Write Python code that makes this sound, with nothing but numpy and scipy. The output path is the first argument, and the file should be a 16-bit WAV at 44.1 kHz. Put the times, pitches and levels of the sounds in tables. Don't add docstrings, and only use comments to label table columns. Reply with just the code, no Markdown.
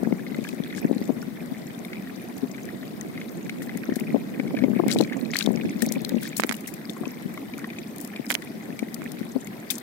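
import sys
import numpy as np
from scipy import signal
from scipy.fft import rfft, irfft, next_fast_len
from scipy.io import wavfile
from scipy.ndimage import uniform_filter1d, map_coordinates

SR = 44100
rng = np.random.default_rng(int(sys.argv[2]) if len(sys.argv) > 2 else 0)


def persist_wave(psi):
    counts = np.round(np.clip(psi, -1, 1) * 32767).astype(np.int16)
    wavfile.write(sys.argv[1], SR, np.atleast_2d(counts).T)


N = 433062


def amp(db):
    return 10 ** (np.asarray(db) / 20)


def unit(x):
    return x / np.sqrt(np.mean(x ** 2, axis=-1, keepdims=True) + 1e-20)


def along(points, hz):
    f, values = np.transpose(points)
    return np.interp(np.log(hz + 1), np.log(f + 1), values)


def curves(rows):
    times, *columns = np.transpose(rows)
    return np.array([np.interp(np.arange(N) / SR, times, column) for column in columns])


def wobble(rate):
    return map_coordinates(rng.standard_normal(int(N * rate / SR) + 4), [np.arange(N) * rate / SR])


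def filtered(x, response):
    size = next_fast_len(N + 8192)
    return irfft(rfft(x, size) * response(np.fft.rfftfreq(size, 1 / SR)), size)[..., :N]


def place(times, sounds):
    at = np.round(np.asarray(times) * SR).astype(int)[:, None] + np.arange(sounds.shape[1])
    return np.bincount(np.clip(at, 0, N).ravel(), sounds.ravel(), N + 1)[:N]


def place_stereo(times, sounds, left_db, right_db, lag):
    left = place(times + lag, sounds * amp(left_db)[:, None])
    right = place(times, sounds * amp(right_db)[:, None])
    return np.array([left, right])


def bubble_tones(hz, fade, rise, size):
    t, hz, fade, rise = np.arange(size) / SR, hz[:, None], fade[:, None], rise[:, None]
    tone = np.sin(2 * np.pi * hz * t * (0.965 + rise * t / fade))
    return tone * amp(-60 * t / fade) * (1 - np.exp(-t * hz / 2.53))


def bursts(hz, fade, width, size):
    t, f = np.arange(size) / SR, np.fft.rfftfreq(size, 1 / SR)
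    band = np.exp(-.5 * (np.log((f + 1) / hz[:, None]) / width) ** 2)
    noise = irfft(rfft(rng.standard_normal((len(hz), size))) * band, size)
    return unit(noise) * amp(-60 * t / fade[:, None]) * (1 - np.exp(-t / 0.0007))


# f/Hz, relative level/dB
AIR_TONE_LEFT = [(40, -21.5), (110, -9), (220, 10), (330, -4.5), (540, -11.5), (700, -5.5), (860, -15),
                 (990, -12), (1500, -17), (2000, -12.5), (2500, -24), (2830, -19), (3300, -27), (5500, -25),
                 (7200, -29.5), (9400, -25.5), (10200, -28.5), (12300, -28.5), (13100, -24.5),
                 (15500, -30.5)]
AIR_TONE_RIGHT = [(40, -70), (110, -8.5), (220, 7), (330, 4), (540, -9), (700, -7.5), (860, -12),
                  (990, -23), (1500, -20), (2000, -21), (2830, -28.5), (3300, -26.5), (5500, -32.5),
                  (9400, -32.5), (10200, -32), (12300, -28.5), (13100, -21), (15500, -32)]
def air(flutter_db=2.6):
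    spectrum = signal.stft(rng.standard_normal((2, N)), nperseg=512)[2]
    patches = uniform_filter1d(rng.standard_normal(spectrum.shape[1:]), 6, axis=0)
    patches = uniform_filter1d(patches, 3, axis=1)
    noise = signal.istft(spectrum * amp(flutter_db * patches / np.std(patches)), nperseg=512)[1][:, :N]
    width = lambda hz: np.arccos(along([(300, 1.0), (700, 0)], hz).clip(0, 1)) / 2
    shared, side = filtered(noise, lambda hz: np.array([np.cos(width(hz)), np.sin(width(hz))]))
    tone = lambda hz: amp([along(AIR_TONE_LEFT, hz), along(AIR_TONE_RIGHT, hz)])
    pair = filtered(np.array([shared + side, shared - side]), tone)
    return amp(-38.0) * pair / np.std(pair[1])


# t/s, left level/dB, right level/dB
RUSH_LEVELS = [(0, -22, -34.5), (.5, -33.5, -38), (1, -29, -37), (1.4, -35, -37), (2, -38.5, -42),
               (3, -33.5, -33), (3.75, -31.5, -33.5), (4.3, -31, -30.5), (4.75, -20, -31),
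               (5.02, -19, -26.5), (5.25, -65, -25), (5.5, -20, -43), (5.75, -26, -29.5), (6.05, -25, -36),
               (6.5, -43, -42), (7, -36, -40.5), (8.3, -42, -51), (9.1, -31, -45), (9.82, -48, -52)]
# f/Hz, relative level/dB
RUSH_TONE = [(18, -72), (30, -33), (65, 5.5), (232, 8.5), (485, -7), (553, -8.5), (918, -26.5),
             (1030, -30.5), (1500, -42), (1950, -80), (3300, -120)]
def wind_rush():
    lumps = amp(3.5 * np.array([wobble(40), wobble(40)]))
    rush = filtered(rng.standard_normal((2, N)), lambda hz: amp(along(RUSH_TONE, hz)))
    return amp(curves(RUSH_LEVELS)) * unit(lumps * rush)


# t/s, level/dB, length/s, rasp against the puff/dB, port (0 left, 1 right)
WIND_PUFFS = [(.033, -12.5, 0.0073, -13, 0), (0.073, -9, 0.0052, -17, 0), (0.113, -17, 0.01, -20, 0),
              (0.127, -6, 0.0054, -18.5, 0), (0.319, -21, 0.0051, -34, 0), (0.39, -14.5, 0.0095, -39, 0),
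              (0.538, -20, 0.01, -30, 0), (0.603, -13, 0.0058, -21, 0), (0.822, -34, 0.012, -9, 1),
              (.851, -3.5, 0.0041, -38, 0), (0.854, -24, 0.065, -20, 1), (0.902, -21.5, 0.02, -12, 0),
              (0.913, -6.5, 0.0046, -22, 0), (0.93, -20, 0.01, -10, 0), (0.967, -13.5, 0.0077, -25, 0),
              (1.016, -13.5, 0.0051, -45, 0), (1.094, -14, 0.008, -15, 0), (1.103, -10.5, 0.011, -12, 0),
              (1.284, -21, 0.015, -43, 0), (1.522, -15, 0.0052, -50, 0), (2.438, -15.5, 0.019, -56, 0),
              (3.759, -16, 0.0067, -20, 0), (3.893, -12.5, 0.0064, -23, 0), (3.922, -12, 0.0059, -30, 0),
              (3.969, -15, 0.0083, -33, 0), (4.02, -19, 0.016, -50, 0), (4.148, -9, 0.01, -13, 0),
              (4.164, -15.5, 0.016, -9, 0), (4.4, -13, 0.0087, -18, 0), (4.51, -22, 0.0053, -5, 1),
              (4.547, -17.5, 0.016, -13, 1), (4.624, -8, 0.0062, -37, 0), (4.644, -9.5, 0.015, -16, 0),
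              (4.684, -8, 0.0036, -33, 0), (4.703, -12, 0.013, -41, 0), (4.717, -15, 0.0072, -32, 0),
              (4.735, -12, 0.0089, -19, 0), (4.766, -8.5, 0.0057, -34, 0), (4.801, -12.5, 0.014, -3.5, 0),
              (4.84, -16.5, 0.008, -3.5, 0), (4.866, -10, 0.0057, -32, 1), (4.883, -12.5, 0.011, -18, 0),
              (4.962, -11.5, 0.0054, -11, 0), (4.975, -18, 0.04, -29, 1), (5.008, -9.5, 0.013, 0, 0),
              (5.013, -13, 0.004, -3, 1), (5.029, -14, 0.011, -18, 0), (5.118, -25, 0.016, -13, 1),
              (5.173, -24, 0.027, -5.5, 1), (5.233, -20, 0.027, -23, 1), (5.459, -18.5, 0.023, -37, 0),
              (5.476, -7, 0.004, -19, 0), (5.492, -13, 0.014, -16, 0), (5.509, -10.5, 0.0072, -14, 0),
              (5.653, -14.5, 0.0088, -29, 1), (5.763, -19, 0.012, -31, 0), (5.834, -11, 0.018, -27, 0),
              (5.873, -18.5, 0.0067, -9, 1), (5.916, -18.5, .009, -16, 0), (5.971, -18.5, 0.019, -13, 0),
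              (6.124, -16, 0.0083, -15, 0), (6.146, -11.5, 0.011, -21, 0), (6.171, -15, 0.022, -25, 0),
              (6.398, -17.5, 0.008, -39, 0), (6.448, -13.5, 0.0044, -56, 0), (6.501, -18, 0.0096, -46, 0),
              (7.014, -16, 0.0077, -53, 0), (7.073, -17.5, .007, -40, 0), (7.259, -13, 0.0068, -49, 0),
              (8.199, -15.5, 0.0063, -35, 0), (8.829, -14.5, 0.0089, -28, 0), (9.214, -17, 0.0075, -32, 0),
              (9.365, -12.5, 0.016, -23.5, 0)]
def wind_puffs(smooth_hz=226.6):
    times, db, length, rasp_db, port = np.transpose(WIND_PUFFS)[:, :, None]
    scatter = np.exp(.07 * rng.standard_normal(times.shape))
    hz = smooth_hz * (1 + 0.48 * amp(rasp_db)) * scatter
    t = np.arange(-1500, 2600) / SR
    offset = rng.random((len(times), 2, 1))
    past_peak = t / length + 0.19
    swell = np.exp(-np.where(past_peak < 0, 3.2, 1.9) * abs(past_peak) ** 1.3)
    waver = 0.5 * np.sin(2 * np.pi * (0.538 * hz * t + offset[:, 1]))
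    phase = 2 * np.pi * (hz * t + offset[:, 0]) + waver
    overtones = amp(rasp_db / 3) * swell * (np.cos(2 * phase) + 0.26 * swell * np.cos(3 * phase))
    push = np.sqrt(2) * swell * (np.cos(phase) + 0.78 * overtones)
    rasp_band = signal.butter(3, [330, 850], "band", fs=SR, output="sos")
    rasp = unit(signal.sosfilt(rasp_band, rng.standard_normal(swell.shape)))
    puffs = amp(db) * (push + amp(rasp_db) * swell ** 3 * rasp)
    return np.array([place(times[:, 0] + t[0], puffs * (port == side)) for side in range(2)])


def wind():
    bass_cut = signal.butter(4, 168, "high", fs=SR, output="sos")
    return signal.sosfilt(bass_cut, wind_rush() + wind_puffs())


def bubble_crowd(centre_hz, scatter, cycles, wet, count):
    when, rise, delay = rng.random((count, 3)).T
    pitch, damping, side, loudness = rng.standard_normal((count, 4)).T
    hz = (centre_hz * np.exp(scatter * pitch)).clip(900, 15000)
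    db = 5 * loudness.clip(-3, 1.3)
    fade = cycles / hz * np.exp(0.3 * damping)
    rings = bubble_tones(hz, fade, 0.2 * rise ** 3, size=640)
    ticks = wet * bursts(hz, fade, width=0.18, size=640)
    pair = place_stereo(when * N / SR, rings + ticks, db, db + 5.3 * side, lag=-.00045 * delay)
    return pair / np.std(pair)


# t/s, large bubbles' level/dB, small bubbles' level/dB
TRICKLE_LEVELS = [(0, -51, -60), (.7, -44.5, -52), (1.3, -52.5, -59.5), (2.3, -51, -54),
                  (3.6, -49.5, -56.5), (4.3, -45.5, -58), (4.9, -47, -61.5), (5.7, -43, -50),
                  (6.4, -47, -50), (7.5, -48, -57.5), (8.4, -48.5, -59.5), (9.82, -52.5, -52.5)]
# f/Hz, boost/dB
TRICKLE_TONE_LEFT = [(1000, -20.5), (2100, 2), (2500, 1), (2850, -15.5), (3500, 3.5), (4500, 2), (7000, 8),
                     (10000, 4), (15500, 11.5)]
TRICKLE_TONE_RIGHT = [(1000, -4.5), (2100, -5.5), (2500, -1), (2850, 0), (3500, -10.5), (7000, 1.5),
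                      (10000, -29), (13500, 11), (15500, -14)]
def trickle():
    large_db, small_db = curves(TRICKLE_LEVELS)
    large_flow = amp(large_db + 2 * wobble(5) + 2.5 * wobble(25))
    large = large_flow * bubble_crowd(2050, scatter=.17, cycles=22, wet=0.55, count=2600)
    small_flow = amp(small_db + 2.5 * wobble(7))
    small = small_flow * bubble_crowd(3600, scatter=.15, cycles=36, wet=.9, count=3200)
    spatter_flow = amp(small_db - 6.5 + 5.1 * wobble(16))
    spatter = spatter_flow * bubble_crowd(9080, scatter=0.34, cycles=74, wet=2.9, count=450)
    tone = lambda hz: amp([along(TRICKLE_TONE_LEFT, hz), along(TRICKLE_TONE_RIGHT, hz)])
    return filtered(large + small + spatter, tone)


# t/s, right level/dB, f/Hz
FINGER_TAPS = [(6.398, 8.5, 1430), (6.4, -6, 2600), (6.4201, -8, 2230), (6.4298, -13, 2000),
               (6.4346, -12, 1800), (6.436, 7, 1680), (6.4375, -8, 1900), (6.4397, -4, 1450),
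               (6.4443, -8, 1780), (6.4875, -18, 2400), (6.4928, 2.5, 2130), (6.4957, -5, 2170),
               (6.5002, -9, 1730), (6.512, 1.5, 1510), (6.5229, -1.5, 1690), (6.526, -9, 1900),
               (6.542, -10, 2770), (8.3, -9, 2830), (8.3036, 8.5, 2280), (8.3044, -13, 2260),
               (8.3098, -1, 1870), (8.3111, 2.5, 1710), (8.315, -10, 1600), (8.319, -9, 1800),
               (8.3242, -6, 3020), (8.327, -4, 2940), (8.346, -8, 2360), (8.3517, 8, 2660),
               (9.019, -9, 1480)]
def finger_taps(ring_fade_s=0.002, crackle_fade_s=0.0067):
    times, db, hz = np.transpose(FINGER_TAPS)
    t = np.arange(512) / SR
    shape = amp(-60 * t / ring_fade_s) * (1 - np.exp(-t / .0002))
    ring = -np.sin(2 * np.pi * hz[:, None] * t) * shape
    thud = -0.19 * np.sin(2 * np.pi * 700 * t) * shape
    crackle = 0.22 * bursts(0.98 * hz, np.full(len(times), crackle_fade_s), width=1.0, size=512)
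    pair = place_stereo(times, ring + thud + crackle, db - 26, db, lag=0.00015)
    return signal.sosfilt(signal.butter(2, 350, "high", fs=SR, output="sos"), pair)


# middle t/s, length/s, left level/dB, centre f/Hz
FROTH_PATCHES = [(0.485, 0.13, -50, 4800), (0.781, 0.034, -38.5, 5500), (4.911, 0.042, -34, 2200),
                 (4.925, 0.034, -31.5, 5370), (5.012, 0.067, -43.5, 4900), (5.383, 0.092, -38, 2300),
                 (5.401, 0.086, -38.5, 5170), (5.842, 0.043, -42, 7960), (5.937, 0.03, -41.5, 8100),
                 (6.233, 0.033, -37.5, 12500), (6.252, 0.043, -37.5, 4400), (6.28, 0.053, -48, 7300),
                 (6.502, 0.11, -49, 8000), (8.04, 0.061, -50, 10100), (8.309, 0.026, -32, 6950),
                 (9.713, 0.018, -30.5, 2800), (9.74, 0.045, -39, 7500)]
def froth():
    times, length, db, hz = np.transpose(FROTH_PATCHES)
    t = np.arange(-4096, 4096) / SR
    swell = np.exp(-2.5 * (t / length[:, None]) ** 2) * amp(db)[:, None]
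    no_fade = np.full(len(times), np.inf)
    hiss = [place(times + t[0], swell * bursts(hz, no_fade, width=.55, size=8192)) for _ in range(2)]
    grain = amp(2.8 * wobble(300))
    return np.array(hiss) * grain * amp([[0], [-11]])


# t/s, left level/dB, start f/Hz, end f/Hz, length/s
AIR_POCKETS = [(5.334, -12.5, 1980, 5500, 0.0078), (5.355, -9.5, 1720, 4250, 0.0092),
               (5.447, -30, 2030, 3000, 0.0087), (5.46, -14.5, 3400, 5230, 0.0068),
               (7.054, -32.5, 950, 1600, .02)]
def squelches():
    times, db, start_hz, end_hz, length = np.transpose(AIR_POCKETS)[:, :, None]
    progress = np.arange(1024) / SR / length
    hz = start_hz * (end_hz / start_hz) ** (progress.clip(0, 1) ** 2)
    roughness = 1 + 0.42 * unit(uniform_filter1d(rng.standard_normal(progress.shape), size=12))
    swell = (1 - np.exp(-progress / 0.24)) * np.exp(-3 * progress ** 2)
    tones = roughness * swell * np.sin(2 * np.pi * np.cumsum(hz, axis=1) / SR)
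    return place_stereo(times[:, 0], tones, db[:, 0], db[:, 0] - 9, lag=-0.000033)


# t/s, left level/dB, centre f/Hz, fade/s
DROPS = [(0.034, -23, 6920, 0.0051), (0.441, -19.5, 5500, 0.0043), (0.487, -28.5, 6000, 0.024),
         (1.226, -29, 8450, 0.0089), (1.459, -29.5, 6700, 0.01), (2.2862, -27, 8340, 0.0067),
         (2.3796, -26, 7390, 0.012), (2.654, -26, 6720, 0.011), (3.011, -20, 5430, 0.0057),
         (3.4965, -9, 6260, 0.0017), (3.6207, -34.5, 8850, 0.11), (3.772, -24.5, 8850, 0.02),
         (3.957, -24.5, 8850, 0.045), (3.998, -24.5, 9100, 0.02), (4.8819, -5.5, 7040, 0.005),
         (4.9256, -24, 6200, 0.015), (4.908, -17, 8000, 0.0099), (4.947, -18, 7000, 0.0097),
         (4.9862, -21, 7600, 0.016), (5.011, -14, 7800, 0.0095), (5.3666, -11, 7350, 0.01),
         (5.387, -14, 8300, 0.018), (5.425, -24, 8780, 0.032), (5.46, -23, 7200, 0.017),
         (5.82, -13.5, 9050, 0.031), (5.863, -11.5, 9640, 0.0088), (5.9217, -12.5, 10300, 0.017),
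         (6.017, -29, 10670, .015), (6.048, -4, 5500, 0.0027), (6.092, -17.5, 11100, 0.014),
         (6.3676, -14.5, 8900, 0.022), (6.377, -19, 11000, 0.049), (6.402, -19, 7000, 0.028),
         (6.437, -17, 12000, 0.0074), (6.526, -12.5, 9550, 0.0075), (6.551, -19, 11000, .008),
         (6.5654, -25.5, 11720, .017), (6.607, -28, 10920, 0.02), (6.672, -26.5, 10600, 0.098),
         (6.739, -21.5, 13900, 0.016), (6.9013, -26, 9000, 0.018), (7.34, -28, 11500, 0.011),
         (7.376, -29, 7000, 0.0071), (7.58, -24, 8000, 0.0097), (7.592, -23.5, 7000, 0.0067),
         (7.961, -15, 14000, 0.0048), (7.983, -18.5, 11090, 0.0066), (8.0026, -26, 8130, .015),
         (8.011, -25, 13080, 0.035), (8.048, -20, 10020, 0.011), (8.075, -21, 9000, 0.0083),
         (8.2576, -22, 14000, 0.0066), (8.3034, -4, 11000, 0.0065), (8.3167, -3, 8290, 0.0052),
         (8.341, -13.5, 9310, 0.02), (8.422, -24, 5350, 0.0072), (8.792, -16, 4460, 0.0067),
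         (8.9428, -17.5, 9700, 0.019), (9.04, -27, 13000, .012), (9.118, -22, 8640, 0.014),
         (9.191, -29, 13000, .012), (9.47, -29, 9000, 0.021), (9.705, -14, 12500, 0.062),
         (9.7815, -19, 8000, 0.016)]
def splats(right_db=-14.5):
    times, db, hz, fade = np.transpose(DROPS)
    return np.array([place(times, bursts(hz, fade, width=0.78, size=4096) * amp(level)[:, None])
                     for level in (db, db + right_db)])


# t/s, left level/dB, f/Hz
PLINKS = [(0.1234, -23.5, 2120), (.194, -26.5, 1740), (0.265, -23, 2150), (.321, -31, 2100),
          (.345, -21.5, 2110), (0.449, -21.5, 1680), (0.469, -23, 1720), (0.477, -26, 3300),
          (0.49, -22, 2550), (.637, -20.5, 3530), (.705, -26, 2170), (0.7257, -20.5, 1980),
          (0.7484, -26, 2210), (0.779, -21.5, 1670), (.9807, -24, 4240), (1.226, -24, 1490),
          (1.7479, -29, 3590), (1.8477, -25.5, 2210), (1.849, -22, 3550), (1.9312, -21, 2180),
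          (2.0715, -26, 1840), (2.545, -26.5, 2250), (2.58, -25.5, 2020), (2.6885, -23.5, 1960),
          (2.829, -26, 1910), (3.011, -16.5, 6400), (3.0126, -25.5, 1970), (3.176, -21, 2160),
          (3.214, -22.5, 2180), (3.4943, -15, 2200), (3.6182, -24, 1870), (3.6933, -20, 2090),
          (3.7728, -23, 2030), (3.897, -25, 1780), (3.923, -22.5, 1800), (3.9564, -28, 1740),
          (3.9907, -24, 2070), (4.3973, -17, 2190), (4.4762, -25.5, 2240), (4.5487, -26, 2370),
          (4.5667, -21, 2420), (4.572, -19.5, 1800), (4.5878, -17, 2270), (4.6223, -26, 1850),
          (4.6383, -17, 2220), (4.75, -26, 2270), (4.789, -23.5, 2240), (4.885, -16.5, 2200),
          (4.896, -22, 1900), (4.9028, -17, 2180), (4.914, -4, 3850), (4.917, -19, 6070), (4.926, -8, 4680),
          (4.9335, -15, 7500), (4.937, -11.5, 7950), (4.966, -19, 2440), (4.987, -10.5, 4030),
          (5.0098, -9.5, 4100), (4.9922, -17, 2940), (5.026, -21, 2420), (5.037, -16, 4300),
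          (5.0469, -21, 2380), (5.097, -24, 2200), (5.123, -19, 1760), (5.132, -20, 2160),
          (5.145, -29, 1830), (5.1906, -29, 2380), (5.212, -23.5, 4170), (5.251, -24, 4140),
          (5.257, -24, 2540), (5.3456, -12, 4080), (5.368, -6, 4540), (5.3883, -5, 4500),
          (5.4084, -7.5, 2840), (5.414, -21, 1620), (5.425, -10.5, 4020), (5.573, -21.5, 2200),
          (5.6106, -28, 2400), (5.7613, -31, 2500), (5.8207, -14, 1850), (6.0486, -9.5, 4200),
          (6.093, -18, 3860), (6.226, -25, 1570), (6.253, -20, 1790), (6.274, -24, 2220),
          (6.305, -33, 1860), (6.3296, -23, 2300), (6.3653, -15, 4300), (6.543, -20, 2900),
          (6.6872, -27, 2150), (6.854, -22.5, 4700), (6.896, -15.5, 3670), (6.966, -25.5, 1120),
          (7.034, -17.5, 720), (7.054, -20.5, 2630), (7.375, -22.5, 1140), (7.537, -23.5, 2400),
          (7.375, -22.5, 2190), (7.6428, -23, 1090), (7.6424, -19, 1950), (7.7018, -22.5, 2470),
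          (7.7853, -21, 2420), (8.1372, -28, 1770), (8.1606, -19.5, 2400), (8.2657, -21.5, 5030),
          (8.4204, -23, 1980), (8.4731, -25.5, 2400), (8.7033, -27, 1820), (8.7913, -16.5, 2370),
          (8.884, -28, 2010), (9.471, -22, 2090), (9.7026, -5.5, 3730)]
# f/Hz, fade/s
PLINK_FADES = [(1200, 0.024), (2200, 0.022), (4500, 0.008)]
# f/Hz, left minus right level/dB
PLINK_SIDES = [(2200, 5.5), (3500, 19.5)]
def plinks():
    times, db, hz = np.transpose(PLINKS)
    fade = along(PLINK_FADES, hz)
    rise = 0.02 + 0.2 * rng.random(len(times)) ** 2
    rings = bubble_tones(hz, fade, rise, size=1024)
    slaps = (0.21 + 0.4 * amp(db / 2))[:, None] * bursts(hz, fade, width=0.5, size=1024)
    return place_stereo(times, rings + slaps, db, db - along(PLINK_SIDES, hz), lag=-0.00011)


def scene():
    return air() + wind() + plinks() + splats() + squelches() + froth() + trickle() + finger_taps()


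def record(dry):
    dip_db = lambda hz: -5 * np.exp(-((hz - 2800) / 160) ** 2)
    return filtered(dry, lambda hz: amp(dip_db(hz)) * (hz < 15800))


dry = scene()
out = record(dry)
persist_wave(out)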